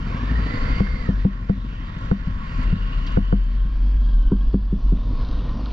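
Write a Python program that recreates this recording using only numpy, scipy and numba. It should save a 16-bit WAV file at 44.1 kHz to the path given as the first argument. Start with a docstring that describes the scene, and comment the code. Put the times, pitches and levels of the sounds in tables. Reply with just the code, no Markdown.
"""A motorcycle following another on a rutted forest track, heard from a camera on the rider's helmet.
The engine's beat shakes the helmet, the exhaust chugs, and wind buffets the two microphone ports.
Gears whine through the rasp of engine, chain and tyres. Right at the microphone, knocks ring the
camera mount: loud jolts, and small taps from the exhaust's chug. Along the track, brush crackles
and twigs tick. Near the end the stereo image narrows to the middle."""
import sys
import numpy as np
from scipy import signal
from scipy.fft import rfft, irfft, next_fast_len
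from scipy.io import wavfile
from scipy.ndimage import uniform_filter1d
from numba import njit

SR = 44100
rng = np.random.default_rng(int(sys.argv[2]) if len(sys.argv) > 2 else 0)


def inscribe(sig):
    """Save sig as 16-bit PCM at rate SR to the path in sys.argv[1].

    A 1-D sig is mono; a 2-D sig holds one channel per row.
    Samples are clipped to [-1, 1] before scaling.
    """
    pcm = np.round(np.clip(np.atleast_2d(sig).T, -1, 1) * 32767)
    wavfile.write(sys.argv[1], SR, pcm.astype(np.int16))


N = 252252

# engine speed and strength: t/s, beat f/Hz, beat level/dB, gear whine base level/dB
ENGINE_RUN = [(0.0, 37.78, -27.5, -55), (.14, 43.1, -30.5, -51), (.25, 49.23, -24.5, -48),
              (.4, 52.9, -16.5, -42.5), (.55, 56.24, -39, -41), (.8, 58.5, -33.5, -42),
              (.92, 59.06, -24.5, -44), (1.0, 57.73, -33, -42.5), (1.08, 51.3, -36, -44),
              (1.15, 45.9, -16, -48.5), (1.24, 43.68, -19.5, -70.5), (1.3, 45.92, -28.5, -75.5),
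              (1.6, 46.28, -24.5, -82), (1.95, 40.46, -32.5, -79.5), (2.3, 45, -21.5, -80.5),
              (2.5, 39.15, -47.5, -57.5), (2.66, 38.65, -17, -57.5), (2.83, 39.33, -23.5, -54.5),
              (3.1, 39.57, -19.5, -60.5), (3.27, 41.8, -14, -55.5), (3.55, 43.65, -19.5, -55),
              (3.85, 45.46, -16, -54.5), (4.12, 44.86, -14.5, -52.5), (4.24, 42.56, -12.5, -50.5),
              (4.32, 43, -20, -49), (4.48, 46.75, -17.5, -53), (4.75, 48, -20.5, -57),
              (5, 49.76, -28.5, -65.5), (5.3, 51.59, -22.5, -62), (5.5, 51.9, -26, -47),
              (5.72, 49.4, -22.5, -68)]
# load on the drive: t/s, rasp base level/dB
DRIVE_LOAD = [(0.0, -45), (0.11, -42), (0.44, -41), (0.75, -39.5), (0.95, -42.5), (1.2, -44.5), (1.5, -48),
              (1.8, -48), (2.08, -45), (2.4, -46.5), (2.64, -42.5), (2.8, -45.5), (3.1, -44), (3.41, -47.5),
              (3.71, -50.5), (4.14, -49.5), (4.51, -50.5), (4.8, -49), (5.3, -42), (5.72, -43)]
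MEAN_LOAD_DB = -47


def undb(db):
    """Decibels to gain."""
    return 10 ** (np.asarray(db) / 20)


def unit(x):
    """Scaled to rms 1."""
    return x / np.sqrt(np.mean(x ** 2))


def curves(table, rest=None):
    """Columns of a time table at every sample; rest, if given, holds outside it."""
    times, *columns = np.transpose(table)
    return [np.interp(np.arange(N) / SR, times, column, rest, rest) for column in columns]


def shape(x, gain_at):
    """Filter with a gain given as a function of frequency."""
    size = next_fast_len(N)
    freqs = np.arange(size // 2 + 1) * SR / size + 1
    return irfft(rfft(x, size) * gain_at(freqs), size)[:N]


def at(table, hz):
    """A spectrum table read on a log-frequency axis."""
    freqs, values = np.transpose(table)
    return np.interp(np.log(hz), np.log(np.maximum(freqs, 1)), values)


def walk(rate):
    """Random levels held 1 / rate s and smoothed twice; rms 1."""
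    hold = int(SR / rate)
    steps = np.repeat(rng.standard_normal(N // hold + 1), hold)
    return unit(uniform_filter1d(uniform_filter1d(steps, hold), hold)[:N])


@njit
def spin(x, pole):
    """A decaying phasor pushed by x; the last pole holds to the end."""
    y, z = np.empty(len(x)), 0j
    for i in range(len(x)):
        z = z * pole[min(i, len(pole) - 1)] + x[i] + 1e-18
        y[i] = z.imag
    return y


def ring(x, hz, t60):
    """One resonant mode, steady or gliding."""
    return spin(x, np.exp(2j * np.pi * np.atleast_1d(hz) / SR - np.log(1000) / (t60 * SR)))


def ring_twice(x, hz, t60):
    """Two like modes in series, scaled to rms 1."""
    return unit(ring(ring(x, hz, t60), hz, t60))


def bands(spectrum, flicker_db, rate, gate):
    """Third-octave noise bands that flicker separately, all under one gate."""
    noise, out = gate * rng.standard_normal(N), 0
    low_hz, high_hz = spectrum[0][0], spectrum[-1][0]
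    for hz in low_hz * 2 ** np.arange(0, np.log2(high_hz / low_hz) + 1 / 3, 1 / 3):
        window = lambda f: np.cos(np.pi / 2 * np.clip(3 * np.log2(f / hz), -1, 1)) ** 2
        band = shape(noise, lambda f: undb(at(spectrum, f)) * window(f))
        out = out + band * undb(flicker_db * walk(rate))
    return unit(out)


def engine_beat():
    """The beat felt in the helmet, a wavering tone with a weak octave; also returns its phase, 0 to 1."""
    hz, db, _ = curves(ENGINE_RUN)
    phase = np.cumsum(hz * (1 + .05 * walk(20))) / SR
    tone = np.sin(2 * np.pi * phase) + undb(-30.5) * np.sin(4 * np.pi * phase + 0.9)
    return np.sqrt(2) * undb(db + 0.34 * walk(20)) * tone, phase % 1


def chug(boost, per_s=12.68, first_s=.066, rise_s=.0028, fade_s=.022):
    """The exhaust's steady chug: a gain that jumps at each stroke and fades."""
    # how hard it chugs: t/s, depth/share
    depth = [(0, 0.63), (1.1, 0.68), (2.5, 0.4), (3.0, 0.088), (5.72, 0.13)]
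    since = (np.arange(N) / SR - first_s) % (1 / per_s)
    stroke = np.minimum(since / rise_s, 1) * np.exp(-since / fade_s)
    return 1 + boost * curves(depth)[0] * stroke


def wind():
    """Gusts thump right on the microphone ports and set the helmet throbbing."""
    # gust strength: t/s, thump level/dB, throb level/dB
    gusts = [(0, -33.5, -38.5), (.4, -36, -38), (.68, -19.5, -24), (1.0, -24.5, -26.5), (1.3, -33, -29.5),
             (1.7, -31.5, -41), (2.05, -30.5, -26), (2.35, -24, -27.5), (2.7, -34.5, -24.5),
             (3.1, -26.5, -24.5), (3.5, -29, -26), (4.1, -25.5, -34), (4.5, -29.5, -35),
             (4.95, -30.5, -21.5), (5.35, -17, -31), (5.72, -24.5, -28)]
    thump_db, throb_db = curves(gusts)
    throb = ring_twice(rng.standard_normal(N), hz=43.7, t60=0.22)
    thumps = unit(shape(rng.standard_normal(N), lambda f: np.exp(-((f - 28) / 12.3) ** 2)))
    return undb(thump_db + 4.7 * walk(2.0)) * thumps + undb(throb_db) * throb


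def boom_and_growl(phase):
    """The helmet shell booms and the exhaust growls above it, kicked by each beat, louder under load."""
    # rumble spectrum: f/Hz, relative level/dB
    spectrum = [(32, -32.5), (55, -10), (67, -11), (75, -15), (102, -13), (135, -17), (258, -20.5),
                (345, -34.5), (462, -36), (502, -44), (605, -39), (820, -50), (900, -47.5), (1170, -73.5),
                (1980, -120)]
    load_db = curves(DRIVE_LOAD)[0] - MEAN_LOAD_DB
    gate = chug(boost=2.5) * undb(walk(35)) * (1 + 1.5 * np.exp(-phase / 0.66))
    rumble = bands(spectrum, flicker_db=0.91, rate=11, gate=gate)
    boom = shape(rumble, lambda f: 1 / (1 + (f / 330) ** 8))
    growl = rumble - boom
    return undb(-31.5 + 0.53 * load_db) * unit(boom) + undb(-56 + 1.16 * load_db) * unit(growl)


def exhaust():
    """One firing every other beat, slightly uneven, rings the pipe."""
    # exhaust note: t/s, level/dB
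    loudness = [(0, -51), (.3, -43.5), (.6, -39.5), (.9, -46.5), (1.15, -52.5), (2.0, -58.5), (2.7, -50),
                (3.4, -62), (5.0, -59), (5.72, -52.5)]
    # pipe resonances: f/Hz, relative level/dB, t60 per stage/s
    pipe_modes = [(138, 3.5, 0.1), (250, 2.5, 0.04), (500.4, -4.5, 0.0083)]
    firing_hz = curves(ENGINE_RUN)[0] / 2 * (1 + .006 * walk(15))
    pulses = np.diff(np.floor(np.cumsum(firing_hz) / SR), prepend=0) * undb(1.2 * walk(30))
    pipe = sum(undb(db) * ring_twice(pulses, hz, t60) for hz, db, t60 in pipe_modes)
    return undb(curves(loudness)[0]) * unit(pipe)


def rasp(phase):
    """Gritty noise of engine, chain and tyres, puffed once a beat and ringing in the engine cases."""
    # rasp spectrum: f/Hz, relative level/dB
    spectrum = [(290, -32), (500, -3), (818, -21.5), (1060, 0.5), (1210, -6), (1390, -2.5), (1540, -5),
                (1890, -6), (2350, -10.5), (2770, -13), (3130, -16.5), (3880, -19), (5790, -31),
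                (7530, -44), (8000, -47), (8400, -64.5), (9000, -88)]
    # engine case modes: f/Hz, nominal width/Hz, relative level/dB
    case_modes = [(993, 88, -14), (1094, 25, -9), (1360, 110, -22), (1884, 20, -14.5), (2849, 120, -18.5),
                  (3069, 54, -20.5), (4470, 130, -26.5), (4670, 270, -24.5)]
    # how strongly the cases ring: t/s, gain/dB
    case_gain = [(0, 1.5), (.5, 1.5), (1.5, -0.5), (2.3, 1), (2.8, -1.5), (3.5, -1.5), (4.3, 1), (5.1, -3),
                 (5.72, 0)]
    db = curves(DRIVE_LOAD)[0]
    treble_db = -0.14 * (db - MEAN_LOAD_DB)  # duller as the load grows
    gate = (1 + 0.47 * np.exp(-phase / 0.092)) * undb(0.73 * walk(120))
    noise = bands(spectrum, flicker_db=1.8, rate=12, gate=chug(boost=0.12) * gate)
    low = shape(noise, lambda f: 1 / (1 + (f / 2400) ** 6))
    broad = low + undb(treble_db + 3) * (noise - low)
    push, cases = chug(boost=1.1) * gate * rng.standard_normal(N), 0
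    for hz, width, mode_db in case_modes:
        gain = undb(mode_db + (hz > 2500) * (treble_db + 0.5) + 2.4 * walk(30))
        cases = cases + gain * unit(ring(push, hz, t60=3.4 / width))
    return undb(db) * (undb(0.3) * broad + undb(curves(case_gain)[0]) * cases)


def whine(hz, db, t60, core_db):
    """A gear mesh tone: a wavering core inside a blur from uneven teeth."""
    core = np.sqrt(2) * np.sin(2 * np.pi * np.cumsum(hz * (1 + 0.004 * walk(40))) / SR)
    blur = unit(ring(rng.standard_normal(N), np.maximum(hz, 100), t60))
    return undb(db) * (blur + undb(core_db + 1.4 * walk(45)) * core)


def early_gear(hz, db, shove_phase):
    """A gear pair whines with its companion gears and shakes the cases and a high-pitched cover."""
    mesh = (whine(hz, db + 2.5, t60=.027, core_db=-5.5)
            + whine(.9 * hz, db - 11.5, t60=.025, core_db=-12.5)
            + whine(.69 * hz, db - 7, t60=.033, core_db=-4.5)
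            + whine(2.1 * hz, db - 17.5, t60=.017, core_db=-6.5)
            + whine(.24 * hz, db - 8, t60=.012, core_db=0))
    cases = undb(db - 12.5) * unit(ring(mesh, 1846, .035) + 0.49 * ring(mesh, 1370, .03))
    shove = undb(.8 * walk(50)) * unit(1.5 + np.exp(-shove_phase / .3))
    swell_db = 30 * np.log2(hz / 2100)  # the cover answers only near top speed
    cover = whine(np.full(N, 4600.), db - 10 + swell_db, t60=.018, core_db=-12.5)
    return shove * (mesh + cases) + cover


def late_gear(hz, db, shove_phase):
    """The next pair whines with a rough octave and a ringing cover, both chopped by the engine's shoves."""
    # octave of the mesh tone: t/s, level/dB
    octave_level = [(2.45, -69), (2.6, -53.5), (3.05, -51.5), (3.3, -52.5), (3.55, -62.5), (3.9, -61.5),
                    (4.25, -56.5), (4.6, -63.5), (5.1, -63), (5.72, -74)]
    # ring of the cover: t/s, level/dB
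    cover_level = [(2.3, -85.5), (2.6, -61), (2.9, -68.5), (3.3, -62), (3.7, -71), (4.0, -71.5),
                   (4.25, -72.5), (4.45, -85)]
    mesh = whine(hz, db + 0.5, t60=.06, core_db=-7.5)
    octave = whine(2 * hz, curves(octave_level, -120)[0] + 0.67 * walk(40), t60=.016, core_db=-5.5)
    cover = whine(4540 * (1 + 0.014 * walk(3)), curves(cover_level, -120)[0], t60=.035, core_db=-11)
    chop = unit(0.32 + np.exp(-shove_phase / 0.48))
    return mesh + chop * (octave + cover)


def gears(meshes_per_beat=36, shift_s=1.8):
    """The gearbox whine follows engine speed and passes to another gear pair at the shift."""
    beat_hz, _, db = curves(ENGINE_RUN)
    hz = meshes_per_beat * beat_hz
    shove_phase = np.cumsum(beat_hz / 2) / SR % 1  # one shove every other beat
    before_shift = np.arange(N) < shift_s * SR
    return np.where(before_shift, early_gear(hz, db, shove_phase), late_gear(hz, db, shove_phase))


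def knocks():
    """Knocks ring the camera mount: loud jolts, and small taps in time with the exhaust's chug."""
    # knocks: t/s, base level/dB, then offsets: hollow ring/dB, sharpness/dB, deep thud/dB, woody body/dB
    jolts_and_taps = [(0.308, -22, -25, -20.5, -8, 1), (0.385, -31.5, -14.5, -10.5, 6, 0.),
                      (0.804, -5.5, -14.5, -19.5, -13.5, -0.5), (0.941, -27.5, -25, -24.5, -16, 3),
                      (1.02, -30, -26.5, -16.5, 2, 4.5), (1.088, -7.5, -14, -35, -3, 2),
                      (1.249, -2, -19, -32, -28, 1), (1.496, -5.5, -14.5, -20, -31.5, -3),
                      (1.966, -31.5, -24, -20, -1.5, 4.5), (2.114, -5, -13.5, -17, -9.5, 0.),
                      (2.27, -21, -27, -16, 9.5, 3), (2.591, -29.5, -29.5, -23, -8.5, -1),
                      (2.726, -14, -37.5, -21.5, 6, 2.5), (3.172, -5.5, -9, -19, -4.5, 4.5),
                      (3.326, -6, -10, -15.5, -17.5, 2.5), (3.647, -26, -39.5, -38, -1, 0.),
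                      (4.319, -9.5, -12.5, -15, -9, 0.5), (4.431, -30.5, -22, -38, -6.5, 1.5),
                      (4.542, -8, -16.5, -19, -17.5, -0.5), (4.727, -15, -15, -34.5, 0.5, -2.5),
                      (4.923, -18, -12.5, -33.5, 7.5, 2.5)]
    # modes of the mount: f/Hz, gain/dB, t60/s
    mount_modes = [(94, -13.5, 0.43), (174.5, -2, 0.12), (197.1, 5, 0.13), (225, -8, 0.036),
                   (250.7, -4.5, 0.091), (340, -22, 0.044), (345.4, -29.5, 0.22), (417.4, 2, 0.045),
                   (498.6, 5.5, 0.038), (698, -9, 0.083), (967, -0.5, 0.028), (1424, -0.5, 0.023),
                   (2100, -12, 0.014), (3020, -25.5, .008), (4630, -24.5, .008)]
    times, db, hollow_db, sharp_db, deep_db, body_db = np.transpose(jolts_and_taps)
    out = 0
    for hz, mode_db, t60 in mount_modes:
        offset_db = (sharp_db if hz > 800 else hollow_db if hz > 380 else body_db if hz > 215
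                     else deep_db if hz < 180 else 0)
        lag_s = 0.0021 * min(200 / hz, 1) ** 0.87 - .0014  # bending waves: the lows travel slower
        polarity = 1 if hz > 800 else -1
        blows = np.zeros(N)
        blows[((times + lag_s) * SR).astype(int)] = polarity * undb(db + offset_db + mode_db)
        push = np.hanning(int(1.15 * SR / max(hz, 190)))  # padding rounds the push that each mode feels
        out = out + ring(signal.fftconvolve(blows, push / push.sum())[:N], hz, t60)
    return undb(4.5) * out


def brush(grains_per_s=160, grain_s=.0012, spread_octaves=.45):
    """Leaves and twigs sweep past in a dense crackle that swells and fades."""
    # passing brush: t/s, length/s, level/dB, centre f/Hz
    sweeps = [(0.504, 0.47, -79, 6400), (1.9, 0.4, -78, 6730), (2.443, 0.23, -76, 6670),
              (3.001, 0.18, -67, 5560), (5.026, 0.23, -69.5, 3500), (5.192, 0.16, -58, 3820),
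              (5.452, 0.33, -74, 3950)]
    t, out = np.arange(N) / SR, 0
    grains = (rng.random(N) < grains_per_s / SR) * undb(-rng.exponential(size=N))
    crackle = rng.standard_normal(N) * signal.lfilter([1], [1, -np.exp(-1 / (grain_s * SR))], grains)
    for start, length, db, hz in sweeps:
        band = unit(shape(crackle, lambda f: np.exp(-(np.log2(f / hz) / spread_octaves) ** 2)))
        swell = np.sin(np.pi * np.clip((t - start) / length, 0, 1))
        out = out + undb(db) * band * swell
    return out


def twig_ticks(rise_s=.00059, size=4096):
    """Twigs and grit tick on the track: short bursts of band-limited noise."""
    # ticks: t/s, peak level/dB, centre f/Hz, t60/s
    ticks = [(0.8697, -21, 1670, 0.024), (2.615, -36.5, 1127, 0.024), (2.632, -50, 6700, 0.025),
             (3.065, -36, 4540, 0.084), (3.07, -34.5, 3040, 0.05), (3.44, -54, 6517, 0.022),
             (5.219, -40.5, 3570, 0.017), (5.248, -37, 3880, 0.017), (5.287, -36.5, 3920, 0.025),
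             (5.312, -37, 3580, 0.018), (5.658, -30.5, 3810, 0.018), (5.681, -44, 3300, .02),
             (5.662, -30, 1530, 0.029)]
    out, t = np.zeros(N), np.arange(size) / SR
    for start, db, hz, t60 in ticks:
        band = signal.butter(3, [hz / 1.22, hz * 1.15], "band", fs=SR, output="sos")
        envelope = np.minimum(t / rise_s, 1) * 1000. ** (-t / t60)
        burst = signal.sosfilt(band, rng.standard_normal(size)) * envelope
        slot = out[int(start * SR):][:size]
        slot += (undb(db) * burst / np.abs(burst).max())[:len(slot)]
    return out


def roll_off(x, cutoff_hz=8360):
    """Above about 8 kHz the sound falls away steeply."""
    return shape(x, lambda f: 1 / (1 + (f / cutoff_hz) ** 24))


def port_difference(air, scattered, blows):
    """Side signal of two spaced ports: direct sound, sound scattered by helmet and trees, and knocks."""
    # side against mid: f/Hz, gain/dB
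    side_gain = [(60, -17), (99, -25), (160, -24), (270, -18), (440, -1.5), (730, 7.5), (1200, 3),
                 (1970, -0.5), (3240, 2), (5340, -3), (7000, 3), (8000, -10.5)]
    # side against mid: f/Hz, phase/rad
    side_phase = [(30, 0.32), (200, 0.25), (310, 1.3), (430, 1.9), (560, 2.5), (710, 2.3), (880, 1.1),
                  (1090, 1), (1300, 3.54), (1900, 3.5), (2300, 3.3), (2750, 5.04), (3300, 4.94),
                  (3900, 5.6), (4700, 4.4), (6500, 6.2), (7500, 15)]
    # scattered share of the side: f/Hz, level/dB (capped at 0)
    scatter = [(200, -29.5), (330, -4), (800, 0), (1100, -5), (1500, -3.5), (1900, -17.5), (2300, -6),
               (2750, -2), (3300, -7), (4000, -3), (5500, 4), (6500, -4.5)]
    # the mount twists the ports against each other: f/Hz, gain/dB
    twist = [(100, -28), (200, -18), (300, -11), (420, 7), (600, 4), (1000, 2.5), (2000, 6)]
    gain = lambda f: undb(at(side_gain, f))
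    turn = lambda f: np.exp(1j * at(side_phase, f))
    share = lambda f: undb(np.minimum(at(scatter, f), 0))
    direct = shape(air, lambda f: gain(f) * np.sqrt(1 - share(f) ** 2) * turn(f))
    diffuse = shape(scattered, lambda f: gain(f) * share(f))
    return direct + diffuse + shape(blows, lambda f: undb(at(twist, f)) * turn(f))


def scene():
    """Everything meets at the helmet's two ports; the colour shifts as the image narrows."""
    # stereo width: t/s, side gain/dB
    stereo_width = [(0, -2), (3.3, 0.5), (3.6, -5.5), (3.9, -16), (4.15, -23), (4.4, -34.5), (4.8, -49.5)]
    # colour of all but the knocks once narrowed: f/Hz, gain/dB
    air_colour = [(100, -1), (200, -0.5), (300, 3), (400, 2.5), (520, 3), (750, 6.5), (1100, -1),
                  (2000, -13), (3200, -2), (4600, 1), (6000, 1), (6900, -6), (7500, -22.5), (9000, -31)]
    # colour of the knocks once narrowed: f/Hz, gain/dB
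    knock_colour = [(100, -4.5), (200, 1), (270, 8.5), (400, 11.5), (480, 0.5), (600, -18.5), (900, 2.5),
                    (2000, -17.5)]
    beat, phase = engine_beat()
    lows = beat + wind() + boom_and_growl(phase) + exhaust()
    air = lows + roll_off(rasp(phase) + gears() + brush()) + twig_ticks()
    blows = knocks()
    scattered = roll_off(rasp(phase) + gears())  # the same machine over other paths, unrelated in detail
    side = port_difference(air, scattered, blows)
    narrowed = shape(air, lambda f: undb(at(air_colour, f)))
    narrowed += shape(blows, lambda f: undb(at(knock_colour, f)))
    width = undb(curves(stereo_width)[0])
    wide_share = np.clip(width, 0, 1)
    mid = wide_share * (air + blows) + (1 - wide_share) * narrowed
    return np.array([mid + width * side, mid - width * side])


@njit
def follow(x, attack, release):
    """Envelope that rises and sinks by the given shares of the gap each sample."""
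    y, level = np.empty(len(x)), 0.
    for i in range(len(x)):
        level += (x[i] - level) * (attack if x[i] > level else release)
        y[i] = level
    return y


def record(dry):
    """The camera's gain control ducks after loud blows; peaks are rounded and the top is cut steeply."""
    threshold, ceiling, top_hz = 0.3, .56, 14000
    level = follow(np.abs(dry).max(axis=0), attack=0.3, release=0.000083)
    ducked = dry * np.minimum(1, threshold / (level + 1e-6)) ** 0.38
    rounded = ducked / (1 + (np.abs(ducked) / ceiling) ** 6) ** (1 / 6)
    return signal.sosfilt(signal.ellip(8, .2, 60, top_hz, fs=SR, output="sos"), rounded)


dry = scene()
out = record(dry)
inscribe(out)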